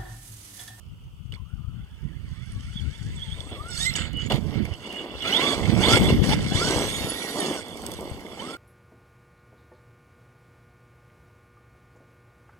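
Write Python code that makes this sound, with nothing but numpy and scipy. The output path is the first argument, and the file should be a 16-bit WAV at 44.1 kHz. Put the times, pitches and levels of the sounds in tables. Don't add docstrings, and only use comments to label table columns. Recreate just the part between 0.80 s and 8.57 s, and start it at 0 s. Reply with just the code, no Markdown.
import sys
import numpy as np
from scipy import signal
from scipy.fft import rfft, irfft, next_fast_len
from scipy.io import wavfile
from scipy.ndimage import uniform_filter1d

SR = 44100
rng = np.random.default_rng(int(sys.argv[2]) if len(sys.argv) > 2 else 0)


def materialize(psi):
    bounded = np.clip(np.atleast_2d(psi).T, -1, 1)
    quanta = np.round(bounded * 32767).astype(np.int16)
    wavfile.write(sys.argv[1], SR, quanta)


def ratio(d):
    e = np.asarray(d, float) / 20
    return 10 ** e


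N = 342657


def evened(x):
    return x / np.sqrt(np.mean(x ** 2) + 1e-20)


def read(points, hz):
    f, value = np.transpose(points)
    return np.interp(np.log(hz + 1), np.log(f + 1), value)


def curve(rows, **ends):
    return np.interp(np.arange(N) / SR, *np.transpose(rows), **ends)


def played(rows):
    s, *columns = np.transpose(rows)
    t = np.arange(round(s[0] * SR), min(round(s[-1] * SR), N))
    return t[0], [np.interp(t / SR, s, c) for c in columns]


def held(rows):
    return [np.pad(c, (0, N - len(c)), "edge") for c in played(rows)[1]]


def coloured(x, gain):
    size = next_fast_len(N + 4096)
    return irfft(rfft(x, size) * gain(np.fft.rfftfreq(size, 1 / SR)), size)[..., :N]


def wander(size, hz):
    return evened(signal.lfilter([1], [1, -np.exp(-2 * np.pi * hz / SR)], rng.standard_normal(size)))


def smooth(size, rate_hz):
    sos = signal.butter(2, rate_hz, fs=SR, output="sos")
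    drift = evened(signal.sosfilt(sos, rng.standard_normal(size + 4000)))
    return drift[4000:]


def ramp(start, length, up_s, down_s):
    end = start + max(length, up_s)
    return np.interp(np.arange(N) / SR, [start, start + up_s, end, end + down_s], [0, 1, 1, 0])


# f/Hz, lag/rad, gain over the left/dB
RIGHT_PORT = [(0, 0, 0), (340, -.2, 0), (690, 0, 5), (950, .6, 7), (1200, 1.1, 3), (1400, .9, 1),
              (1600, .7, 2), (1900, 1.4, 8), (2150, 2, 10), (2300, 2.8, 7), (2450, 3.2, 0), (2600, 3.7, 0),
              (2900, 6, 7), (3200, 7, 8), (3500, 8.2, 15), (3650, 8.9, 12), (3900, 9.7, 3), (4150, 9.9, 6),
              (4500, 11, 12), (4900, 13.6, 7), (5400, 15.6, 12), (5850, 17.8, 7), (6370, 18.9, 0),
              (6720, 19.6, 5), (7100, 20.9, 4), (7750, 23, 12), (8450, 25, 7), (9200, 27.5, 5),
              (9800, 29.5, 7), (10500, 31.6, 2), (13400, 41.2, 2), (16000, 50, 0)]


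def ports(x):
    table_hz, lag_rad, gain_db = np.transpose(RIGHT_PORT)

    def right(hz):
        return ratio(np.interp(hz, table_hz, gain_db)) * np.exp(-1j * np.interp(hz, table_hz, lag_rad))
    return np.array([x[0], coloured(x[-1], right)])


def heard(pair, lo_hz, hi_hz):
    pair = ports(pair)
    return pair / np.std(coloured(pair.mean(0), lambda hz: (hz > lo_hz) & (hz < hi_hz)))


def tone(hz, db, rough, throb_db):
    turns = np.cumsum(hz) / SR
    fuzz_hz = 0.04 * hz.mean()
    fuzz = (smooth(len(hz), fuzz_hz) + 1j * smooth(len(hz), fuzz_hz)) / np.sqrt(2)
    rough = np.clip(rough, 0, 1)
    body = ((np.sqrt(1 - rough ** 2) + rough * fuzz) * np.exp(2j * np.pi * turns)).imag
    throb = throb_db * np.minimum(smooth(len(hz), 18), 1)
    fade = signal.windows.tukey(len(hz), min(1, 0.0056 * SR / len(hz)))
    return np.sqrt(2) * ratio(db + throb) * body * fade


# t/s, slow mesh f/Hz before hops and slip, effort/dB
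MOTOR_RUNS = [
    [(.56, 293, -62), (.65, 276, -73), (.8, 325.6, -64.5), (1.05, 400, -65), (1.11, 452, -67),
     (1.19, 437, -65), (1.33, 460, -65), (1.36, 495, -63), (1.5, 515, -60), (1.56, 512, -58),
     (1.85, 595, -56.5), (2.04, 648, -57), (2.2, 751, -54.5), (2.49, 847, -56), (2.6, 931, -64),
     (2.76, 1066, -64.5), (2.965, 1400, -36), (2.98, 1570, -35), (3.01, 1810, -31.5), (3.045, 1905, -32),
     (3.07, 2080, -27.5), (3.11, 2043, -36)],
    [(3.148, 1880, -49), (3.17, 1620, -39), (3.195, 1400, -55)],
    [(3.38, 591, -52), (3.41, 806, -42.5), (3.45, 1060, -52), (3.47, 1180, -61)],
    [(4.44, 639, -36), (4.5, 720, -38), (4.54, 840, -35), (4.585, 983, -32.5), (4.64, 1135, -26),
     (4.69, 1182, -31), (4.75, 1102, -41)],
    [(4.99, 661, -42), (5.04, 871, -31), (5.062, 984, -38.5), (5.1, 1300, -32.5), (5.14, 1375, -27.5),
     (5.2, 1370, -61)],
    [(5.44, 606, -61), (5.49, 789, -46), (5.54, 886, -30)],
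    [(5.71, 725, -37), (5.74, 814, -42.5), (5.79, 1207, -37.5), (5.85, 1461, -37), (5.99, 1647, -45),
     (6.04, 1648, -40), (6.11, 1780, -44), (6.16, 1852, -39), (6.3, 1850, -41), (6.42, 1950, -40.5),
     (6.5, 1888, -40.5), (6.57, 1993, -40), (6.62, 1806, -41), (6.73, 1710, -51), (6.77, 1520, -45),
     (6.8, 1445, -43)],
    [(7.57, 792, -52), (7.6, 842, -51), (7.63, 1114, -48), (7.68, 1284, -54), (7.77, 1430, -55)],
]
# t of the bite/s, time in the air/s, gain in speed/share
HOPS = [(.74, 0.11, .36), (1.272, .06, 0.17), (1.441, 0.11, 0.31), (1.679, 0.15, 0.47), (1.981, 0.13, 0.52),
        (2.16, 0.13, 0.31), (2.344, 0.11, 0.32), (2.4, 0.028, .07), (2.441, 0.029, .12), (2.579, .09, 0.1),
        (2.72, .1, 0.38), (2.9, .12, 0.14)]
# t/s, level/dB
PINION = [(.56, 11.5), (1.1, 4), (1.3, 4), (1.5, 3), (1.66, 4), (1.75, -34), (1.9, 2), (1.97, 10.5),
          (2.0, 11), (2.025, -18), (2.1, -1), (2.16, 3.5), (2.19, -16), (2.3, -2), (2.35, -9), (2.4, 10),
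          (2.52, 15), (2.56, 4), (2.61, 11), (2.651, 1), (2.8, -38), (2.918, 12), (2.98, -5), (3.05, 3),
          (3.451, 2), (4.46, 16), (4.52, 23), (4.57, 9), (4.62, -13), (4.72, -8), (5.04, 15), (5.085, 3),
          (5.14, 14), (5.5, 3), (5.75, 5), (5.9, 11), (6.151, 7), (6.3, 0), (6.5, -1), (6.75, 10),
          (7.6, -23), (7.77, -14)]
# t/s, level/dB
LOWEST = [(.56, -8), (1.6, -8), (1.999, -9), (2.3, -7), (2.601, 5), (2.8, 15.5), (3.0, -12), (3.07, 0),
          (3.199, 5), (3.4, -13), (4.5, -1), (4.62, -2), (5.1, 5), (5.8, 8.5), (6.1, -11.5), (6.8, 2.5),
          (7.6, 10)]
# multiple of the mesh rate, level/dB, roughness (0-1), throb/dB
SLOW_ORDERS = [(1, -3, .3, 4), (2, -7, .5, 5), (1.5, -19, .8, 6), (1.75, -23, .8, 6), (2.5, -20, .8, 6),
               (3, -12, .8, 6), (4, -16, .8, 6), (4.75, -11, .7, 6), (5, -11, .7, 6), (5.5, -14, .7, 6)]
FAST_ORDERS = [(1, -6.5, .7, 4), (2, -24, .8, 4)]
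# f/Hz, gain/dB
SHELL = [(250, -33), (700, -8.5), (1000, -5), (1350, 2), (1900, -3), (2250, -2), (2550, -13), (3000, -3.5),
         (3450, 2.5), (3900, -4), (4400, -2.5), (5000, -11.5), (5700, -10.5), (6300, -4), (6800, -6.5),
         (8000, -10), (9200, -15), (15000, -17)]


def gears():
    fast_mesh = 3.68
    bite_s = 0.061
    out = np.zeros(N)
    racing = 1 + sum(share * ramp(s - air_s, air_s, air_s, bite_s) for s, air_s, share in HOPS)
    slip_hz = 11 * smooth(N, 24)
    pinion_db, lowest_db = curve(PINION), curve(LOWEST)
    for rows in MOTOR_RUNS:
        at, (hz, effort_db) = played(rows)
        span = slice(at, at + len(hz))
        hz = hz * racing[span] + slip_hz[span]
        meshes = ((hz, effort_db, SLOW_ORDERS),
                  (fast_mesh * hz, effort_db + pinion_db[span], FAST_ORDERS))
        for mesh_hz, mesh_db, orders in meshes:
            for k, db, rough, throb_db in orders:
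                partial_hz = k * mesh_hz
                if k == 1 and orders is SLOW_ORDERS:
                    db = db + lowest_db[span]
                if k > 4:
                    db = db + np.interp(mesh_hz, [1150, 1600], [-20, 0])
                whine = tone(partial_hz, mesh_db + db + read(SHELL, partial_hz), rough, throb_db)
                out[span] += (partial_hz < SR / 2.2) * whine
    return ports(out[None])


# t/s, length/s, level/dB, f/Hz, unsteadiness (1 = strong)
WHISTLES = [(3.186, 0.073, -38.5, 2990, 1.1), (3.327, 0.12, -38.5, 2940, 0.3),
            (3.877, 0.11, -54, 2970, 1.1), (3.998, 0.2, -43.5, 2833, 1.04), (4.12, 0.13, -43.5, 2890, 0.68),
            (4.254, 0.14, -45.5, 2830, 1.23), (4.409, 0.077, -36.5, 2890, 0.5),
            (7.589, 0.019, -40.5, 3060, 0.45)]


def controller_whistle():
    out = np.zeros(N)
    for start, length, db, hz, shaky in WHISTLES:
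        part = out[round(start * SR):][:round(length * SR)]
        arch_db = db - 12 * np.linspace(-1, 1, len(part)) ** 2
        part += tone(np.full(len(part), float(hz)), arch_db, rough=.8 * shaky, throb_db=5 * shaky + 1)
    return ports(out[None])


# f/Hz, share unlike in the two ports
DIFFUSE = [(300, .3), (1000, .3), (2500, .3), (4000, .4), (6500, .5), (9500, .65), (11500, .85),
           (14000, .7)]


def grains(spectrum, per_s, spread_db, hush, lumps_db, lumps_hz):
    sizes = ratio(spread_db * np.minimum(rng.exponential(1, N), 4))
    sparse = (rng.random(N) < per_s / SR) * sizes
    contacts = evened(sparse * rng.standard_normal(N)) + hush * rng.standard_normal(N)

    def share(hz):
        return np.clip(read(DIFFUSE, hz), 0, 1)
    direct = coloured(evened(contacts), lambda hz: np.sqrt(1 - share(hz) ** 2))
    scattered = coloured(rng.standard_normal((2, N)), share)
    clumps = ratio(lumps_db * wander(N, lumps_hz))
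    return coloured((direct + scattered) * clumps, lambda hz: ratio(read(spectrum, hz)))


def patchy(x, patchy_db):
    z = signal.stft(x, nperseg=512, noverlap=384)[2]
    field = rng.standard_normal(z.shape[1:])
    for _ in range(2):
        field = uniform_filter1d(uniform_filter1d(field, 3, 0), 12, 1)
    return signal.istft(z * ratio(patchy_db * evened(field)), nperseg=512, noverlap=384)[1][:, :N]


# t/s, crunch/dB, treble of the spray above the crunch/dB, rumble/dB
ROLL = [(0, -76.5, -1, -68), (.6, -77, -2.5, -75), (1.27, -67.5, -7, -68.5), (1.9, -56.5, -4, -69.5),
        (2.5, -55, -6, -61), (2.6, -54, -7.5, -50.5), (2.85, -56.5, -7, -50.5), (3.12, -44.5, -12.5, -52),
        (3.33, -52.5, -31, -55.5), (3.61, -56.5, -4.5, -49), (3.74, -47.5, -15, -43.5),
        (3.98, -54.5, -7, -48), (4.3, -50.5, -15.5, -42), (4.41, -45, -12.5, -45), (4.78, -42, -7.5, -33),
        (4.95, -40, -8.5, -36), (5.24, -34, -7.5, -30.5), (5.41, -43, -12, -39.5), (5.7, -42, -5.5, -41),
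        (5.9, -39, -7, -34.5), (6.04, -42, -11.5, -36.5), (6.07, -42.5, -10, -41),
        (6.2, -44.5, -9.5, -43.5), (6.24, -41.5, -13, -39), (6.33, -45.5, -9.5, -43.5),
        (6.52, -46, -8, -44), (6.56, -47.5, -7, -41), (6.66, -42.5, -9.5, -36), (6.84, -51, -6.5, -43.5),
        (7.14, -51, -4.5, -41), (7.49, -56, -8, -45), (7.77, -58, -5.5, -47)]
# t/s, rise/s, length/s, gain of crunch/dB, of treble/dB, of rumble/dB
SWELLS = [(2.865, 0.11, 0.2, 4, 14, -1.5), (3.379, 0.023, 0.096, 8, 5.5, -1), (4.017, 0.05, 0.23, 5, 2, 2),
          (4.416, 0.061, .33, 10, 2, 7), (4.955, 0.13, 0.22, 9, 2, 8.5), (5.268, 0.037, 0.032, 8, -3, 7),
          (5.421, 0.018, 0.12, 8, 5.5, 6), (5.726, 0.021, 1.086, 3, 6.5, 4.5),
          (7.473, 0.12, 0.27, 8.5, 1, 4.5)]
# t/s, length/s, gain of crunch/dB, of treble/dB, of rumble/dB
LANDINGS = [(0.521, 0.045, 25, -14, 19), (2.711, 0.061, 8, -12, 8.5), (3.151, 0.13, 13, 4.5, 8.5),
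            (3.497, 0.082, 24.5, -5, 24.5)]


def roll_levels():
    fall_s, land_s = 0.017, 0.0088
    land_keep = 0.51
    t = np.arange(N) / SR
    roll_s, *columns = np.transpose(ROLL)
    level = np.array([np.interp(t, roll_s, c) for c in columns])
    for start, rise_s, length, *gain_db in SWELLS:
        level += np.outer(gain_db, ramp(start, length, rise_s, fall_s))
    for start, length, *gain_db in LANDINGS:
        sag = 1 - (1 - land_keep) * (t - start) / length
        level += np.outer(gain_db, ramp(start, length, land_s, fall_s) * sag)
    return level


# f/Hz, relative level/dB
CRUNCH = [(500, -20), (1000, -11), (1350, 17.5), (1750, 11), (2300, 20), (3100, 14), (3700, 7), (4400, 5),
          (5200, 0), (6500, -71)]
SPRAY = [(3500, 7.5), (4500, 16), (5000, 11.5), (5600, 12.5), (6400, 15.5), (8000, 9.5), (9500, 9),
         (10800, 7), (12000, -5), (15800, -41)]
RUMBLE = [(90, -21), (170, 3), (260, 6), (400, 5), (600, -1), (850, -7.5), (1200, -8.5), (1800, -39.5)]


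def tyres():
    crunch_db, treble_db, rumble_db = roll_levels()
    crunch = grains(CRUNCH, per_s=2500, spread_db=2.5, hush=1.0, lumps_db=1.8, lumps_hz=25)
    spray = grains(SPRAY, per_s=2100, spread_db=5.5, hush=1.36, lumps_db=1.7, lumps_hz=30)
    rumble = grains(RUMBLE, per_s=600, spread_db=2, hush=1.0, lumps_db=2.2, lumps_hz=25)
    low = heard(patchy(crunch, patchy_db=2.5), 1800, 3800) + rattle()
    high = heard(patchy(spray, patchy_db=3.0), 5000, 11000) + buzz()
    chassis = heard(rumble, 350, 900)
    return ratio(crunch_db) * low + ratio(crunch_db + treble_db) * high + ratio(rumble_db) * chassis


# f/Hz, width/Hz, level against the crunch/dB
RATTLE = [(1365, 150, -14.5), (2130, 190, -30), (2950, 25, -28.5), (3399, 205, -12), (4030, 470, -13),
          (5510, 294, -23), (6740, 410, -37), (9000, 300, -45)]


def rattle():
    out = np.zeros(N)
    for mode_hz, width_hz, db in RATTLE:
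        swell = np.minimum(coloured(wander(N, 2.2), lambda hz: hz < 40), 1.3)
        bouts = rng.standard_normal(N) * ratio(10 * swell)
        ring = coloured(bouts, lambda hz: 1 / (1 + ((hz - mode_hz) / width_hz * 2) ** 2))
        out += ratio(db) * evened(ring)
    return ports(out[None])


def resonate(x, hz, width_hz):
    turn, r = np.exp(2j * np.pi * np.cumsum(hz) / SR), np.exp(-np.pi * width_hz / SR)
    return 2 * (turn * signal.lfilter([1 - r], [1, -r], x / turn)).real


# t/s, centre f/Hz, level against the spray's treble/dB
BUZZ = [(0, 9100, -7), (1.7, 8900, -6), (2.1, 8500, -16), (2.6, 8430, 3.5), (3.0, 8120, 1),
        (3.25, 7200, 16), (3.4, 6800, 13), (3.9, 7250, -30), (4.4, 7400, -17), (4.7, 7870, -7),
        (5.2, 8100, -5), (5.5, 7660, -20), (5.9, 7640, -4.5), (6.15, 9000, 3), (6.4, 10150, 1),
        (6.75, 8700, -1.5), (7.1, 8600, -1), (7.45, 7420, -10), (7.77, 8560, 2)]
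# offset from the centre/share, width/Hz
STRANDS = [(-.07, 90), (-.03, 70), (.01, 80), (.05, 70), (.09, 90)]


def buzz():
    hz, db = held(BUZZ)
    band = rng.standard_normal(N)
    for _ in range(2):
        band = resonate(band, hz, width_hz=1100)

    def slow(rate_hz):
        return evened(coloured(wander(N, rate_hz), lambda f: f < 3 * rate_hz))
    strands = np.zeros(N)
    for offset, width_hz in STRANDS:
        strand_hz = hz * (1 + offset + 0.016 * slow(3.8))
        strand = resonate(rng.standard_normal(N), strand_hz, width_hz)
        strands += ratio(15.0 * slow(13.0)) * evened(strand)
    both = evened(band) + ratio(-1) * evened(strands)
    return ratio(db) * heard(both[None], 5000, 11000)


# t/s, level/dB, ring f/Hz
KNOCKS = [(0.5221, -33.5, 2950), (0.5384, -37, 2360), (0.547, -45, 4400), (.557, -44, 2300),
          (1.72, -40.5, 8850), (1.732, -47, 9600), (2.605, -34.5, 3440), (2.6923, -49, 2116),
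          (2.713, -48, 1212), (3.1377, -31, 5530), (3.154, -21.5, 2950), (3.162, -20.5, 6800),
          (3.5, -26, 2870), (3.5199, -20, 2860), (3.521, -18.5, 785), (3.853, -31, 2300),
          (3.938, -33, 2770), (4.4226, -28, 3280), (4.8547, -24.5, 2170), (5.6062, -36, 3600),
          (7.4649, -38, 2120)]


def knocks():
    t60_s, attack_s = 0.02, 0.000054
    out, t = np.zeros(N + 3000), np.arange(3000) / SR
    for (s, db, hz), crack in zip(KNOCKS, rng.standard_normal((len(KNOCKS), 3000))):
        knock = np.sin(2 * np.pi * hz * t) + 0.31 * crack
        out[round(s * SR):][:3000] += ratio(db - 60 * t / t60_s) * knock * np.minimum(t / attack_s, 1)
    return ports(coloured(out[None, :N], lambda hz: hz ** 2 / (hz ** 2 + 500 ** 2) / (1 + (hz / 11000) ** 4)))


# t/s, level/dB
GRIT = [(3.331, -39), (3.371, -39), (3.851, -33), (4.1256, -33), (6.883, -32.5), (6.971, -33), (7.019, -31),
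        (7.064, -20), (7.0844, -40), (7.1172, -24.5), (7.137, -28), (7.208, -31.5), (7.405, -39)]


def grit():
    t60_s, attack_s = 0.013, 0.00029
    low_hz, top_hz = 4800, 13500
    out, t = np.zeros(N + 2000), np.arange(2000) / SR
    for (s, db), crack in zip(GRIT, rng.standard_normal((len(GRIT), 2000))):
        out[round(s * SR):][:2000] += ratio(db - 60 * t / t60_s) * crack * np.minimum(t / attack_s, 1)
    return ports(coloured(out[None, :N], lambda hz: hz ** 2 / (hz ** 2 + low_hz ** 2) / (1 + (hz / top_hz) ** 6)))


# t/s, level/dB
FIZZ = [(1.2, -88), (2.77, -72), (3.07, -55), (3.28, -75), (3.43, -82), (3.56, -53), (3.58, -68),
        (3.83, -72), (3.85, -64), (3.91, -75), (4.15, -70), (4.35, -75), (4.49, -57), (4.7, -54),
        (4.78, -61), (4.91, -64), (5.13, -46), (5.39, -59), (5.52, -50), (5.59, -67), (6.01, -50),
        (6.75, -56), (6.82, -67), (7.11, -59), (7.31, -65), (7.77, -67)]
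# f/Hz, relative level/dB
FIZZ_COLOUR = [(9500, -27), (11000, 4.5), (12500, -2.5), (14000, -4), (14800, -14), (15800, -40)]


def fizz():
    level_db = curve(FIZZ, left=-95)
    sand = grains(FIZZ_COLOUR, per_s=2500, spread_db=4.5, hush=1.2, lumps_db=1.5, lumps_hz=30)
    return ratio(level_db) * heard(patchy(sand, patchy_db=4), 11000, 15000)


# t of the start/s, mean peak of the ports/dB, f/Hz, left minus right/dB
THUMPS = [(0.483, -31, 83.4, 19), (0.592, -30, 100, 26.0), (0.726, -21.5, 79.4, 34), (0.869, -26, 89, 21.0),
          (1.239, -30, 80, -26.5), (1.428, -29, 88.8, -27.0), (1.503, -33, 91.5, -12.0),
          (1.555, -46, 94.2, -23.0), (1.713, -32, 71, 14), (1.954, -25, 150, 23), (2.028, -27, 93, 26.0),
          (2.084, -24.5, 91.7, 26.5), (2.207, -26, 122, 17), (2.54, -26.5, 72.3, 17),
          (2.799, -28, 86.1, 22), (2.925, -34, 80, -20.5), (3.108, -23.5, 125.8, -35),
          (3.909, -24, 87, -25), (4.499, -27, 213, -1.0), (4.957, -12.5, 142, -32), (5.083, -12, 253, -6),
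          (5.717, -15, 223, 21), (5.745, -13.5, 110, 16.5), (6.24, -21, 156, 14), (6.554, -52, 291, 3),
          (7.307, -26.5, 90, 13)]


def thumps():
    width = 0.544
    out = np.zeros((2, N + 4000))
    for s, db, hz, pan_db in THUMPS:
        cycles = np.arange(4000) / SR * hz - 2 * width
        swing = np.exp(-(cycles / width) ** 2) * np.cos(2 * np.pi * cycles)
        share = ratio(np.array([[pan_db], [-pan_db]]) / 2)
        out[:, round(s * SR):][:, :4000] += 2 * ratio(db) * share / share.sum() * swing
    return out[:, :N]


# t/s, level/dB, left minus right/dB
GUSTS = [(0.0, -45, -33), (0.11, -42, 10), (0.19, -44.5, -11), (0.58, -41.5, 25), (1.04, -37, 12),
         (1.06, -51, 11), (1.25, -35, -29), (1.51, -36.5, -8), (1.64, -37.5, -38), (1.71, -36.5, 8),
         (1.9, -38.5, 3), (2.08, -36, 22), (2.32, -36, 1.5), (2.57, -42.5, 20), (2.7, -40.5, -1),
         (2.83, -46.5, 19), (2.94, -38.5, -26), (3.46, -29.5, -49), (3.51, -30, -17), (3.79, -27, -48),
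         (4.02, -53.5, 3), (4.28, -48, 14), (4.65, -47, -24), (4.93, -22, -30), (4.98, -19.5, -46),
         (5.02, -31, -10), (5.22, -20, 8), (5.32, -21.5, -4), (5.43, -22, 24), (5.56, -22, -6),
         (5.73, -29, 15), (6.34, -43.5, 9), (6.45, -55, -9), (7.27, -47, 4), (7.77, -59, -9)]
# f/Hz, relative level/dB
BUFFET = [(12, -49), (20, -20.5), (59, -2), (97, -3), (153, -8), (600, -51), (780, -73), (1320, -120)]
STRONG_BUFFET = [(12, -46), (20, -8), (55, 4), (100, 7), (217, 5), (400, -7.5), (600, -24), (1100, -96)]


def wind():
    calm_db, strong_db = -38, -25.5
    level_db, pan_db = held(GUSTS)
    clumps = np.minimum([wander(N, 12), wander(N, 12)], 1.5)
    eddies = rng.standard_normal((2, N)) * ratio(5.2 * clumps)
    soft = evened(coloured(eddies, lambda hz: ratio(read(BUFFET, hz))))
    hard = evened(coloured(eddies, lambda hz: ratio(read(STRONG_BUFFET, hz))))
    strong = np.clip((level_db - calm_db) / (strong_db - calm_db), 0, 1)
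    share = ratio(np.array([pan_db, -pan_db]) / 2)
    return 2 * ratio(level_db) * (soft + strong * (hard - soft)) * share / np.sqrt((share ** 2).sum(0))


# f/Hz, relative level/dB
AIR = [(240, -33), (400, -8), (578, -19), (959, -4), (1050, -9), (1240, -0.5), (1470, -7), (1800, -32),
       (2600, -3.5), (2980, 5.5), (3870, -21), (10000, -20.5), (15600, -20)]


def air():
    hiss = rng.standard_normal((2, N)) + 0.46 * rng.standard_normal(N)
    return ratio(-61.5) * evened(coloured(hiss, lambda hz: ratio(read(AIR, hz))))


def scene():
    truck = gears() + controller_whistle() + tyres()
    road = knocks() + grit() + fizz()
    return truck + road + thumps() + wind() + air()


def band_limit(x):
    return signal.sosfilt(signal.butter(12, 15800, fs=SR, output="sos"), x)


def record(dry):
    return band_limit(dry)


dry = scene()
out = record(dry)
materialize(out)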